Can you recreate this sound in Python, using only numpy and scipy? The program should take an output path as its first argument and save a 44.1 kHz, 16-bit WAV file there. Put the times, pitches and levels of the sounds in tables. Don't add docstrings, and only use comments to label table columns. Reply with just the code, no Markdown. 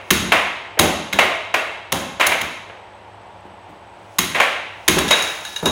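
import sys
import numpy as np
from scipy import signal
from scipy.fft import rfft, irfft
from scipy.io import wavfile
from scipy.ndimage import uniform_filter1d

SR = 44100
rng = np.random.default_rng(int(sys.argv[2]) if len(sys.argv) > 2 else 0)


def generate_wav(signal):
    frames = np.transpose(np.atleast_2d(signal))
    scaled = np.clip(frames, -1, 1) * 32767
    pcm = np.round(scaled).astype(np.int16)
    wavfile.write(sys.argv[1], SR, pcm)


N = 251804

# start in
# seconds, strength in dB, brightness in dB, cabinet knock in dB over the table's drumming.
BRIGHT_HITS = [ (0.105, -15.5, -2.5, -13), (0.791, -15.5, -2, 3), (1.128, -25, -9.5, 3.5),
               (1.921, -23, -2, 8), (2.266, -25.5, 2.5, -1), (2.412, -30, -5, -14), (3.703, -69, -5, -2),
               (4.185, -20, 0.5, -11), (4.8795, -14.5, -2.5, -8.5), (4.985, -25, -3, 4.5)]
# start in seconds (negative: only the tail is heard),
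# strength in dB, fullness in dB, direct path in dB.
RAIL_HITS = [ (-0.300, -19, 10, 0), (0.3198, -12.5, 1.5, -1), (0.771, -29.5, 12, -23),
             (1.188, -13, 2.5, 1.5), (1.541, -18.5, 2.5, 0.5), (2.198, -19, -1, 0), (2.208, -15, -5, -1.5),
             (2.3189, -21, -1.5, 1), (2.698, -42, 8, 2.5), (4.347, -17.5, 5, -21), (4.401, -15, -3, 0),
             (5.107, -15, 2.5, -7)]
# start in seconds, low drumming in dB,
# cabinet knock in dB over the drumming.
LANDINGS = [(0.219, -25, -10), (0.83, -26.5, 5.5), (3.45, -48, -13), (3.69, -45, -6), (4.966, -25.5, 4),
            (5.628, -23.5, -1.5), (5.658, -25, 5.5)]
# start in seconds, strength in dB, brightness in dB.
CLATTERS = [(1.129, -27, -13.5), (4.982, -22.5, -25), (5.079, -35, -1), (5.086, -26, -10),
            (5.108, -14, -10.5), (5.222, -38.5, 5.5), (5.449, -31.5, -11), (5.561, -31, -7),
            (5.656, -20.5, -7.5)]
# time of full speed in seconds, level in dB.
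STROKES = [(0.1, -54.5), (4.15, -57.5), (5.2, -30), (5.48, -39)]

# frequency in Hz, density in dB per Hz.
BRIGHT_COLOUR = [(60, -17), (300, -20), (700, -13), (1050, -6), (1500, -4.5), (2100, -4), (2700, -5),
                 (3600, -5.5), (4800, -12), (6600, -9), (8200, -15.5), (10000, -11.5), (12000, -15),
                 (15500, -15)]
RAIL_COLOUR = [(50, -45), (130, -32), (250, -16), (420, -8.5), (640, 0), (850, -3.5), (1500, -4),
               (2300, -2), (3000, -8), (3900, -17.5), (5000, -26), (6600, -29), (8500, -31.5), (15500, -39)]
THUMP_COLOUR = [(30, -59.5), (50, -21), (75, 7.5), (125, -3), (180, 7), (370, 0.5), (620, -14),
                (1200, -25.5), (4000, -42)]
KNOCK_COLOUR = [(60, -35.5), (200, -3), (340, 1.5), (630, -2.5), (900, -4), (1500, -13.5), (4000, -35)]
SCUFF_COLOUR = [(300, -24), (1500, -2), (3900, -6), (4800, -1), (6500, 1.5), (8000, -9.5), (10600, -2),
                (12000, -18.5), (15500, -7)]
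# frequency in Hz, density in dB per Hz.
AIR_RUSH_COLOUR = [(25, -38), (45, -19.5), (65, -5.5), (105, -4.5), (135, -18), (180, -8.5), (260, -15),
                   (500, -7), (900, -2.5), (1250, -13), (3000, -19), (5000, -33), (10000, -43),
                   (16000, -62.5)]
# frequency in Hz, level in dB rms.
MOTOR_HUM = [(103, -56), (311, -64), (362, -59), (572, -58), (694, -56.5), (851, -54), (940, -54.5)]

# frequency in Hz, width in Hz,
# level in dB relative to the broad clack.
PLASTIC_MODES = [(1060, 45, -3), (2140, 50, -2), (2700, 60, -7), (3200, 90, -5), (3840, 70, 2),
                 (6480, 120, 4), (6950, 80, -1), (9780, 160, 4), (9980, 60, 2), (13400, 260, 2),
                 (14950, 300, 2)]
# frequency in Hz, width in Hz, relative level in dB.
CUP_MODES = [(1715, 45, -10), (2850, 90, -15), (3390, 50, -14), (3800, 60, 1), (6490, 90, -8),
             (6880, 70, -18), (9450, 170, -22), (9750, 150, -21), (10680, 110, -20), (13250, 170, -26),
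             (14850, 250, -28)]
# frequency in Hz, relative level in dB, 60 dB decay time in seconds.
TABLE_MODES = [(65.4, -9.5, 0.47), (83.2, -12, 0.65), (161, -9, 0.85), (195.5, -1.5, 0.46),
               (237.4, -11, 0.6), (306, -3.5, 0.5), (363, 0, 0.28), (455.3, -4, 0.22), (610, -20, 1)]
# frequency in Hz, 60 dB decay time in seconds.
ROOM_T60 = [(80, 0.72), (200, 0.77), (530, 0.79), (1400, 0.88), (3500, 0.95), (6500, 0.72), (10000, 0.57),
            (15000, 0.32)]

FULL_HIT_DB, FULL_DRUM_DB = -15.5, -21
DRUM_GROWTH = 1.26
DRUM_LAG_S = 0.006
FAST_PUCK_DB, FAST_TREBLE_DB = -18.5, 4.5
DULLING = 2.1
CLATTER_DIRECT_DB = 11
STROKE_RISE_DB_PER_S, STROKE_FALL_DB_PER_S = 74, 54
RUSH_DB = -42.5
CUTOFF_HZ = 15800

LENGTH = 2 ** 16
AGE = np.arange(LENGTH) / SR
HZ = np.maximum(np.arange(LENGTH // 2 + 1) * SR / LENGTH, 1)


def bright_hits(crack_db=10.5, crack_treble_db=0.5):
    out = np.zeros(N)
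    ring = plastic(PLASTIC_MODES)
    body = rms_one(causal(at_hz(BRIGHT_COLOUR, HZ)))
    crack = from_db(crack_db) * treble(crack_treble_db)
    tails = room_tails(len(BRIGHT_HITS))
    for (s, db, bright_db, _), tail in zip(BRIGHT_HITS, tails):
        early = first_arrivals(direct=4.0, swell_s=0.0053, spread_s=0.0015, linger_db=-3, linger_s=0.0039)
        colour = body * (1 + ring) * treble(bright_db) * grain(depth_db=1.0, width_hz=60)
        add(out, s, from_db(db) * irfft(colour * (crack * early + tail)))
    return out


def rails(knock_db=3.0, knock_treble_db=0.0):
    out = np.zeros(N)
    ring = 0.7 * plastic(PLASTIC_MODES)
    body = rms_one(causal(at_hz(RAIL_COLOUR, HZ)) * (1 + ring))
    knock = from_db(knock_db) * treble(knock_treble_db)
    tails = room_tails(len(RAIL_HITS))
    for (s, db, full_db, direct_db), tail in zip(RAIL_HITS, tails):
        bright_db = FAST_TREBLE_DB - DULLING * max(FAST_PUCK_DB - db, 0)
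        early = first_arrivals(direct=9.0, swell_s=0.0039, spread_s=0.0031, linger_db=-4, linger_s=0.05)
        colour = body * bass(full_db) * treble(bright_db) * grain(depth_db=1.5, width_hz=55)
        near_sound = from_db(direct_db) * knock * early
        add(out, s, from_db(db) * irfft(colour * (near_sound + tail)))
    return out


def table_top(boom_db=-0.5, punch_db=0.0):
    out = np.zeros(N)
    boom = from_db(boom_db) * rms_one(causal(at_hz(THUMP_COLOUR, HZ)))
    wood = rms_one(causal(at_hz(KNOCK_COLOUR, HZ)))
    blows = list(LANDINGS)
    for s, db, _, knock_db in BRIGHT_HITS:
        drum_db = FULL_DRUM_DB + DRUM_GROWTH * (db - FULL_HIT_DB)
        blows.append((s + DRUM_LAG_S, drum_db, knock_db))
    for (s, drum_db, knock_db), tail in zip(blows, room_tails(len(blows))):
        early = first_arrivals(direct=9.4, swell_s=0.0054, spread_s=0.0012, linger_db=-9, linger_s=0.038)
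        cabinet = boom + from_db(knock_db) * wood * grain(depth_db=3.5, width_hz=28)
        knock = irfft(cabinet * (from_db(punch_db) * early + tail))
        add(out, s, from_db(drum_db) * (table_thump() + knock))
    return out


def table_thump(modes_db=-2.0, scatter_db=4.0):
    out = 0
    for hz, db, t60 in TABLE_MODES:
        level_db = modes_db + db + scatter_db * rng.standard_normal()
        strength = from_db(level_db) * rng.choice([-1, 1])
        out = out + strength * np.sin(2 * np.pi * hz * AGE) * from_db(-60 * AGE / t60)
    return out * (1 - np.exp(-AGE / 0.0018))


def near_mallet(tick_db=-4.5):
    out = np.zeros(N)
    cup = rms_one(plastic(CUP_MODES))
    tick = from_db(tick_db) * rms_one(causal(at_hz(SCUFF_COLOUR, HZ)))
    for (s, db, bright_db), tail in zip(CLATTERS, room_tails(len(CLATTERS))):
        early = first_arrivals(direct=2.3, swell_s=0.0033, spread_s=0.00067, linger_db=-5.5, linger_s=0.023)
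        colour = (cup + tick) * treble(bright_db)
        add(out, s, from_db(db) * irfft(colour * (from_db(CLATTER_DIRECT_DB) * early + tail)))
    return out


def scuffing():
    hiss = rms_one(shaped_noise(from_db(at_hz(SCUFF_COLOUR, scene_hz()))))
    catches_db = rms_one(uniform_filter1d(rng.standard_normal(N), size=600))
    t = np.arange(N) / SR
    strokes_db = []
    for s, db in STROKES:
        drop_db = np.maximum(STROKE_RISE_DB_PER_S * (s - t), STROKE_FALL_DB_PER_S * (t - s))
        strokes_db.append(db - drop_db)
    return hiss * from_db(np.max(strokes_db, axis=0) + catches_db)


def blower(whistle_hz=8030, whistle_width_hz=110, whistle_db=-71, waver_hz=0.61):
    hz = scene_hz()
    rush = rms_one(shaped_noise(from_db(at_hz(AIR_RUSH_COLOUR, hz))))
    whistle = rms_one(shaped_noise(resonance(hz, whistle_hz, whistle_width_hz) ** 2))
    hum = 0
    for line_hz, db in MOTOR_HUM:
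        waver = waver_hz * rms_one(uniform_filter1d(rng.standard_normal(N), size=4000))
        phase = 2 * np.pi * np.cumsum(line_hz + waver) / SR
        hum = hum + from_db(db) * np.sqrt(2) * np.sin(phase)
    return from_db(RUSH_DB) * rush + from_db(whistle_db) * whistle + hum


def first_arrivals(direct, swell_s, spread_s, linger_db, linger_s):
    swell = np.exp(-0.5 * ((AGE - swell_s) / spread_s) ** 2)
    linger = from_db(linger_db) * np.exp(-AGE / linger_s)
    arrivals = (swell + linger) * rng.standard_normal(LENGTH)
    arrivals[int(0.0005 * SR)] += direct
    return rfft(arrivals)


def room_tails(count):
    white = rfft(rng.standard_normal((count, LENGTH)))
    tails = 0
    for k, (_, t60) in enumerate(ROOM_T60):
        points = [(hz, float(j == k)) for j, (hz, _) in enumerate(ROOM_T60)]
        tails = tails + irfft(white * at_hz(points, HZ)) * from_db(-60 * AGE / t60)
    return rfft(tails * (1 - np.exp(-AGE / 0.00069)))


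def plastic(modes):
    return sum(from_db(db) * resonance(HZ, hz, width) for hz, width, db in modes)


def resonance(hz, centre_hz, width_hz):
    return 1j * hz * width_hz / (centre_hz ** 2 - hz ** 2 + 1j * hz * width_hz)


def grain(depth_db, width_hz):
    knots = np.arange(0, SR / 2, max(width_hz, 20))
    ripple = rng.standard_normal(2048)[:len(knots)]
    return rms_one(causal(depth_db * np.interp(HZ, knots, ripple)))


def treble(db, corner_hz=4300):
    return causal(db * HZ ** 4 / (HZ ** 4 + corner_hz ** 4))


def bass(db, corner_hz=650):
    return causal(db * corner_hz ** 4 / (HZ ** 4 + corner_hz ** 4))


def causal(db):
    cepstrum = irfft(np.log(from_db(db)))
    cepstrum[1:LENGTH // 2] *= 2
    cepstrum[LENGTH // 2 + 1:] = 0
    return np.exp(rfft(cepstrum))


def scene_hz():
    return np.maximum(np.arange(N // 2 + 1) * SR / N, 1)


def shaped_noise(response):
    return irfft(rfft(rng.standard_normal(N)) * response, N)


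def at_hz(points, hz):
    where, value = np.transpose(points)
    return np.interp(np.log(hz), np.log(where), value)


def from_db(db):
    return 10 ** (np.asarray(db) / 20)


def rms_one(x):
    return x / np.sqrt(np.mean(np.abs(x) ** 2))


def add(track, s, sound):
    start = int(round(s * SR))
    sound, start = sound[max(-start, 0):], max(start, 0)
    track[start:start + len(sound)] += sound[:N - start]


def scene():
    contacts = bright_hits() + rails() + table_top() + near_mallet()
    return (contacts + scuffing() + blower())[None]


def record(dry, ceiling=1.0):
    rounded = dry / (1 + (dry / ceiling) ** 4) ** (1 / 4)
    top_cut = signal.ellip(10, 0.1, 70, CUTOFF_HZ, fs=SR, output="sos")
    return signal.sosfilt(top_cut, rounded)


dry = scene()
out = record(dry)
generate_wav(out)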